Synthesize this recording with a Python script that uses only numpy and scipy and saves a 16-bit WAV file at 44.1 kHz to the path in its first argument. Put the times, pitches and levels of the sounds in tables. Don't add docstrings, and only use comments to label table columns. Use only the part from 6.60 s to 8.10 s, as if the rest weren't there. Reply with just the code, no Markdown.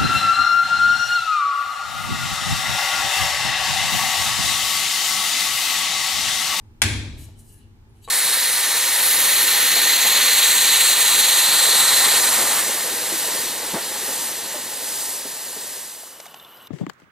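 import sys
import numpy as np
from scipy import signal
from scipy.fft import rfft, irfft
from scipy.io import wavfile
from scipy.ndimage import uniform_filter1d

SR = 44100
rng = np.random.default_rng(int(sys.argv[2]) if len(sys.argv) > 2 else 0)


def field_ratio(decibels):
    return 10 ** (np.asarray(decibels, dtype=float) / 20)


def master(y):
    cut = np.clip(np.atleast_2d(y).T, -1, 1)
    pcm = np.round(cut * 32767)
    wavfile.write(sys.argv[1], SR, pcm.astype(np.int16))


N = 66150
T = np.arange(N) / SR

# pitch_hz, level_db
FAN_AIR = [(12, -48), (20, 5.5), (68, 0.5), (104, 7.5), (150, -10.5), (234, -7.5), (527, -26), (13500, -47),
           (16000, -39.5)]
# pitch_hz, width_hz, level_db
FAN_HUMS = [(96, 4, -71), (230, 7.3, -67.5), (334, 21, -71.5), (400, 4.3, -70), (853, 83, -72)]
# (time to fall 60 dB, in every table)
ROOM_FADE = [(60, 3.3), (250, 2.8), (700, 0.67), (2000, 0.58), (5000, 0.7), (10000, 0.46), (16000, 0.24)]
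# pitch_hz, level_db
ROOM_COLOUR = [(60, -5.5), (300, -5), (600, 0.5), (1250, 1), (2300, 7), (5000, 1.5), (9500, -2),
               (16000, -10)]
# start_s, level_db, pitch_hz, fade_s
STEEL_TOUCHES = [(.790, -52, 10300, .05), (.757, -56, 3050, .06), (.683, -48, 640, .06), (.684, -52, 860, .04),
                 (.683, -52, 520, .05), (1.29, -68, 9900, .3), (1.447, -44, 7810, .035), (1.445, -50, 12400, .05),
                 (1.424, -55, 11600, .1), (1.446, -50, 10200, .04), (1.437, -52, 4650, .12),
                 (1.446, -49, 4600, .05), (1.438, -49, 3820, .03), (1.427, -56, 7900, .08), (1.44, -53, 11200, .06),
                 (1.488, -48, 9890, .12), (1.4865, -47, 8190, .02), (1.492, -47, 8190, .025),
                 (1.493, -48, 2510, .03),
                 (0, -80, 8750, 1.5),
    (1.446, -41, 3895, .13),
]
# start_s, level_db, brightness_db
DROPS = [
    (1.4772, -27.5, -5),
    (1.4812, -57, 29),
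    (1.4862, -24.5, 7.5),
    (1.4889, -46, 17.5),
    (1.4907, -28, 4),
]
# pitch_hz, level_db, fade_s
BOWL = [(655, -18, 0.059), (824, -7.5, 0.025), (1900, -14, 0.0076), (2380, -8, 0.005),
        (3000, -14.5, 0.0083), (4410, -24, 0.019), (7880, -11, 0.0054), (10500, -18, 0.0083)]
# pitch_hz, level_db, fade_s
BOWL_LOW = [(501, -13, .3), (1110, -4, .07), ]
# start_s, level_db
DRAG_1 = [(.555, -80), (.585, -51), (.62, -47.5), (.655, -49), (.668, -58), (.7, -63), (.745, -76), ]
DRAG_2 = [(0.755, -72), (0.78, -59.5), (0.795, -50), (0.83, -57.5), (0.87, -56.5), (0.91, -54), (0.99, -62),
          (1.03, -72.5), (1.05, -96)]
BRUSH = [(1.335, -85), (1.36, -69), (1.41, -74), (1.424, -61), (1.44, -55), (1.451, -48), (1.462, -59),
         (1.475, -62), (1.5, -56), ]
SLIDE = [(.84, -100), (.9, -68.5), (.97, -69), (1.03, -63.5), (1.06, -79), (1.11, -110)]
# pitch_hz, level_db
DRAG_1_COLOUR = [(880, -32), (1500, -20), (2740, -7), (5500, -6), (7600, -1), (13100, -3), (15100, -17),
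                 (16000, -61)]
DRAG_2_COLOUR = [(880, -82), (1500, -60), (1760, -20), (3770, -18.5), (4080, -8.5), (9950, 1),
                 (14900, -8.5), (16000, -27)]
BRUSH_COLOUR = [(1500, -20), (2600, -4), (4500, 2), (5300, -13), (6400, 1), (8000, 0), (12500, -5),
                (15500, -14), ]
SLIDE_COLOUR = [(1200, -26.5), (1750, -5.5), (2200, -12.5), (2700, -1.5), (3200, -6), (4200, -3.5),
                (8000, -32)]
# pitch_hz, width_hz, level_db
SING = [(1700, 32, -1), (2720, 250, -15), (2960, 130, -0.5), (4060, 80, -12.5), (6220, 130, -9.5),
        (7030, 140, -11), (8150, 150, -2.5), (8860, 110, -8.5), (10360, 140, -8.5), (9900, 110, -2),
        (10700, 150, -12.5), (13100, 130, -2), (14600, 120, -7)]
# pitch_hz, level_db, fade_s
TABLE = [(37.57, -14.5, 1.8), (70.97, -1.5, 1), (99.8, -2, 1.15), (145.6, -16.5, 1.7), (222.7, -11.5, 1.1),
         (270.2, -13.5, 0.99), (312.8, -11.5, 1), (399.7, -14.5, 0.6)]
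# start_s, level_db, edge_brightness_db, push_s
SLAPS = [
    (0.2183, 0, -12, .0001),
    (0.2195, -5, -8, .0001),
    (0.2218, -9, 10, .0001),
    (0.2239, -8, 8, .0001),
    (.2258, -7, -4, .0001),
    (.2283, -13, 4, .0001),
    (.2356, -14, -4, .0001),
    (.2388, -13, 0, .0001),
]
# pitch_hz, level_db, fade_s
FACE = [(700, -4, .01), (900, -2, .008), (1620, -2, .02), (2170, 4, .018), (2340, 1, .014), (2810, -2, .01),
        (3310, 3, .018), (3575, 3, .02), (4010, 3, .014), (4400, -2, .012), (5390, -8, .01)]
# pitch_hz, level_db, fade_s
EDGE = [(6150, -8, .01), (7240, 0, .014), (7770, 4, .013), (8540, -4, .01), (9260, 0, .012),
        (9590, 0, .016), (10200, 0, .014), (10900, -4, .01), (11600, -3, .014), (13600, -8, .01)]
# pitch_hz, level_db, fade_s
BLADE_RING = [(1610, -4, .4), (1868, -3, .45), (2190, 0, .45), (2290, -4, .4), (2425, -2, .42),
              (3290, -1, .5), (3580, -2, .4), (3905, -7, .8), (4360, -5, .4), (7230, -3, .4),
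              (7770, -4, .35), (9580, -3, .45), (10194, -2, .45), ]

AIR_DB, HUM_SIDE = -45.5, 0.62
ROOM_DB, ROOM_RISE_S, ROOM_LIKENESS = -4, 0.001, 0.21
TICK_RISE_S = .002
GRIT_DB, PATCHY_DB, SING_DB = 2.2, 3.5, -3
THUD_S, THUD_DB, THUD_RISE_S, SHUDDER = .222, -23, 0.0082, 1.075
SCATTER_DB, SPREAD_RAD = 2, 1.4
LAG_S = 0.000095
CRACK_DB, CRACK_FADE_S, CLAP_DB = -4, 0.014, 15
RING_DB, RING_WIDTH_HZ = -34, 70
SLAP_LOW_HZ, SLAP_TOP_HZ = 850, 11150
SLAP_PAN_DB, DRAG_PAN_DB, BOWL_PAN_DB, SWAY_DB = 3, 1, 2, -9
TOP_HZ, CEILING = 15200, .85


def fade(t, t60):
    return np.exp(-np.log(1000) * t / t60)


def level(x, db):
    return x * field_ratio(db) / np.sqrt(np.mean(x ** 2))


def table(points, hz):
    p = np.array(points)
    return np.interp(np.log(np.maximum(hz, 1)), np.log(p[:, 0]), p[:, 1])


def colour(x, points):
    gain = field_ratio(table(points, np.fft.rfftfreq(N, 1 / SR)))
    return irfft(rfft(x) * gain, N)


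def band(x, hz, width):
    return signal.lfilter(*signal.iirpeak(hz, hz / width, SR), x)


def walk(rate):
    step = 64
    k = max(int(SR / step / rate), 2)
    w = rng.standard_normal(N // step + 2)
    w = uniform_filter1d(uniform_filter1d(w, k), k)
    return np.interp(np.arange(N) / step, np.arange(len(w)), w / w.std())


def balance(db):
    return field_ratio([[db / 2], [-db / 2]])


def ring(at, modes, push=.0001, bright_db=0, rise=1e-9, turn=0):
    t = T[T > at][:int(SR * max(d for _, _, d in modes))] - at
    y = np.zeros(len(t))
    for (hz, db, t60), phase in zip(modes, turn + np.zeros(len(modes))):
        tilt = bright_db * np.log2(hz / 2000) / 2
        y = y + field_ratio(db + tilt) * np.sin(2 * np.pi * hz * t + phase) * fade(t, t60)
    bump = np.hanning(int(push * SR) + 3)
    y = np.convolve(y * (1 - np.exp(-t / rise)), bump / bump.sum())
    out = np.zeros(N)
    start = np.searchsorted(T, at, "right")
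    out[start:start + len(t)] = y[:len(t)]
    return out


def fans():
    mid, side = rng.standard_normal((2, N))
    side = colour(side, [(30, -21.5), (70, -16.5), (300, -6.0), (1500, 5.5), (16000, 3)])
    out = level(colour(np.array([mid + side, mid - side]), FAN_AIR), AIR_DB - 2.5)
    for hz, width, db in FAN_HUMS:
        source = mid + HUM_SIDE * rng.standard_normal((2, N))
        out = out + level(band(source, hz, width), db) * field_ratio(1.5 * walk(5))
    return out


def room(x):
    octave = np.log2(np.fft.rfftfreq(N, 1 / SR) + 1)
    noise = rng.standard_normal((3, N))
    shared, own = np.sqrt(ROOM_LIKENESS) * noise[0], np.sqrt(1 - ROOM_LIKENESS) * noise[1:]
    spectrum = rfft(shared + own)
    echo = 0
    for hz in 40 * 2 ** np.arange(0, 9, .5):
        part = np.maximum(1 - 2 * np.abs(octave - np.log2(hz)), 0)
        t60 = table(ROOM_FADE, hz)
        gain = field_ratio(table(ROOM_COLOUR, hz)) / np.sqrt(t60 * SR / 14)
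        echo = echo + irfft(spectrum * part, N) * fade(T, t60) * gain
    echo = echo * (1 - np.exp(-T / ROOM_RISE_S))
    return field_ratio(ROOM_DB) * signal.fftconvolve(echo, x[None])[:, :N]


def bowl():
    ticks, knocks = np.zeros(N), np.zeros(N)
    for at, db, hz, t60 in STEEL_TOUCHES:
        ticks = ticks + ring(at, [(hz, db, t60)], 0, rise=TICK_RISE_S)
    for at, db, bright_db in DROPS:
        knock = ring(at, BOWL, .00005, bright_db) + ring(at, BOWL_LOW, .0004, bright_db)
        knocks = knocks + field_ratio(db) * knock
    no_bass = signal.butter(2, 380, "high", fs=SR, output="sos")
    return ticks - signal.sosfilt(no_bass, knocks) * field_ratio(-1)


def scrape(curve, shade, sing_db):
    c = np.array(curve)
    press = field_ratio(np.interp(T, c[:, 0], c[:, 1], left=-120, right=-120))

    def even(x, db):
        power = np.sum(np.mean(x ** 2, axis=0) * press ** 2)
        return x * field_ratio(db) * np.sqrt(np.sum(press ** 2) / power)

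    bursts_db = GRIT_DB * np.minimum(rng.exponential(size=N), 5)
    grit = rng.standard_normal((2, N)) * field_ratio(bursts_db + 1.5 * walk(70))
    grit = grit + .5 * grit[::-1]
    hiss, sing = 0, 0
    for hz in 1200 * 2 ** np.arange(0, 3.8, .25):
        patches = field_ratio(PATCHY_DB * walk(20))
        hiss = hiss + even(patches * band(grit, hz, hz / 9), 0) * np.sqrt(hz)
    for hz, width, db in SING:
        waver = field_ratio(np.clip(4 * walk(16), -9, 9))
        sing = sing + even(waver * band(grit, hz, width), db)
    mix = even(hiss, 0) + even(sing, SING_DB + sing_db)
    mix = colour(mix, [(700, -58.5)] + list(shade))
    return even(mix, 0) * press * balance(DRAG_PAN_DB)


def thud():
    t = np.maximum(T - THUD_S, 0)
    out = ring(THUD_S, TABLE)
    for hz, db, t60 in TABLE:
        rattle = level(band(rng.standard_normal(N), hz, 0.077 * hz), db)
        out = out + SHUDDER * rattle * fade(t, 0.97 * t60)
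    return field_ratio(THUD_DB) * out * (1 - np.exp(-t / THUD_RISE_S))


def blade_ring():
    t = T - SLAPS[0][0]
    out = np.zeros(N)
    for hz, db, t60 in BLADE_RING:
        tone = level(band(rng.standard_normal(N), hz, RING_WIDTH_HZ), db)
        out = out + tone * fade(np.maximum(t, 0), t60)
    return field_ratio(RING_DB) * (t > 0) * out


def slap():
    long_ring = blade_ring()
    tones, crack, clap = 0, 0, np.zeros(N)
    pitches = np.array(FACE + EDGE)[:, 0]
    turn = SPREAD_RAD * rng.uniform(-1, 1, len(pitches)) * (pitches > 1200)
    for at, db, edge_db, push in SLAPS:
        burst = (T > at) * fade(np.maximum(T - at, 0), CRACK_FADE_S)
        crack = crack + field_ratio(db + CRACK_DB) * burst * rng.standard_normal((2, N))
        clap[int(at * SR)] = field_ratio(db + CLAP_DB)
        edge = [(hz, g + edge_db, t60) for hz, g, t60 in EDGE]
        blade = [(hz, g + SCATTER_DB * rng.standard_normal(), t60) for hz, g, t60 in FACE + edge]
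        left, right = ring(at, blade, push), ring(at + LAG_S, blade, push, turn=turn)
        tones = tones - field_ratio(db - 13) * np.array([left, right])
    limits = signal.butter(3, [SLAP_LOW_HZ, SLAP_TOP_HZ], "band", fs=SR, output="sos")
    near = signal.sosfilt(limits, tones + field_ratio(3.5) * crack + long_ring)
    return near, signal.sosfilt(limits, clap + field_ratio(2.5) * long_ring)


def scene():
    (blade, clap), boom, clink = slap(), thud(), bowl()
    rub = scrape(DRAG_1, DRAG_1_COLOUR, -9.0) + scrape(DRAG_2, DRAG_2_COLOUR, 1.4)
    rub = rub + scrape(BRUSH, BRUSH_COLOUR, 0) + scrape(SLIDE, SLIDE_COLOUR, -0.5)
    sway = field_ratio(SWAY_DB) * band(np.roll(boom, 300), 33, 25)
    sway = sway + field_ratio(-13.5) * band(np.roll(boom, 90), 250, 300)
    near = blade * balance(SLAP_PAN_DB) + boom + sway * np.array([[1], [-1]])
    near = near + clink * balance(BOWL_PAN_DB) + rub
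    echo = room(clap + field_ratio(-15.0) * boom + field_ratio(-2.5) * (clink + rub.mean(axis=0)))
    return near + echo * field_ratio([[.8], [-.8]]) + fans()


def band_limit(x):
    return signal.sosfilt(signal.butter(12, 16430, fs=SR, output="sos"), x)


def record(dry):
    rounded = CEILING * np.tanh(dry / CEILING)
    top_cut = signal.ellip(8, .2, 70, TOP_HZ, fs=SR, output="sos")
    mix = 0.9 * signal.sosfilt(top_cut, rounded)
    return band_limit(mix)


dry = scene()
out = record(dry)
master(out)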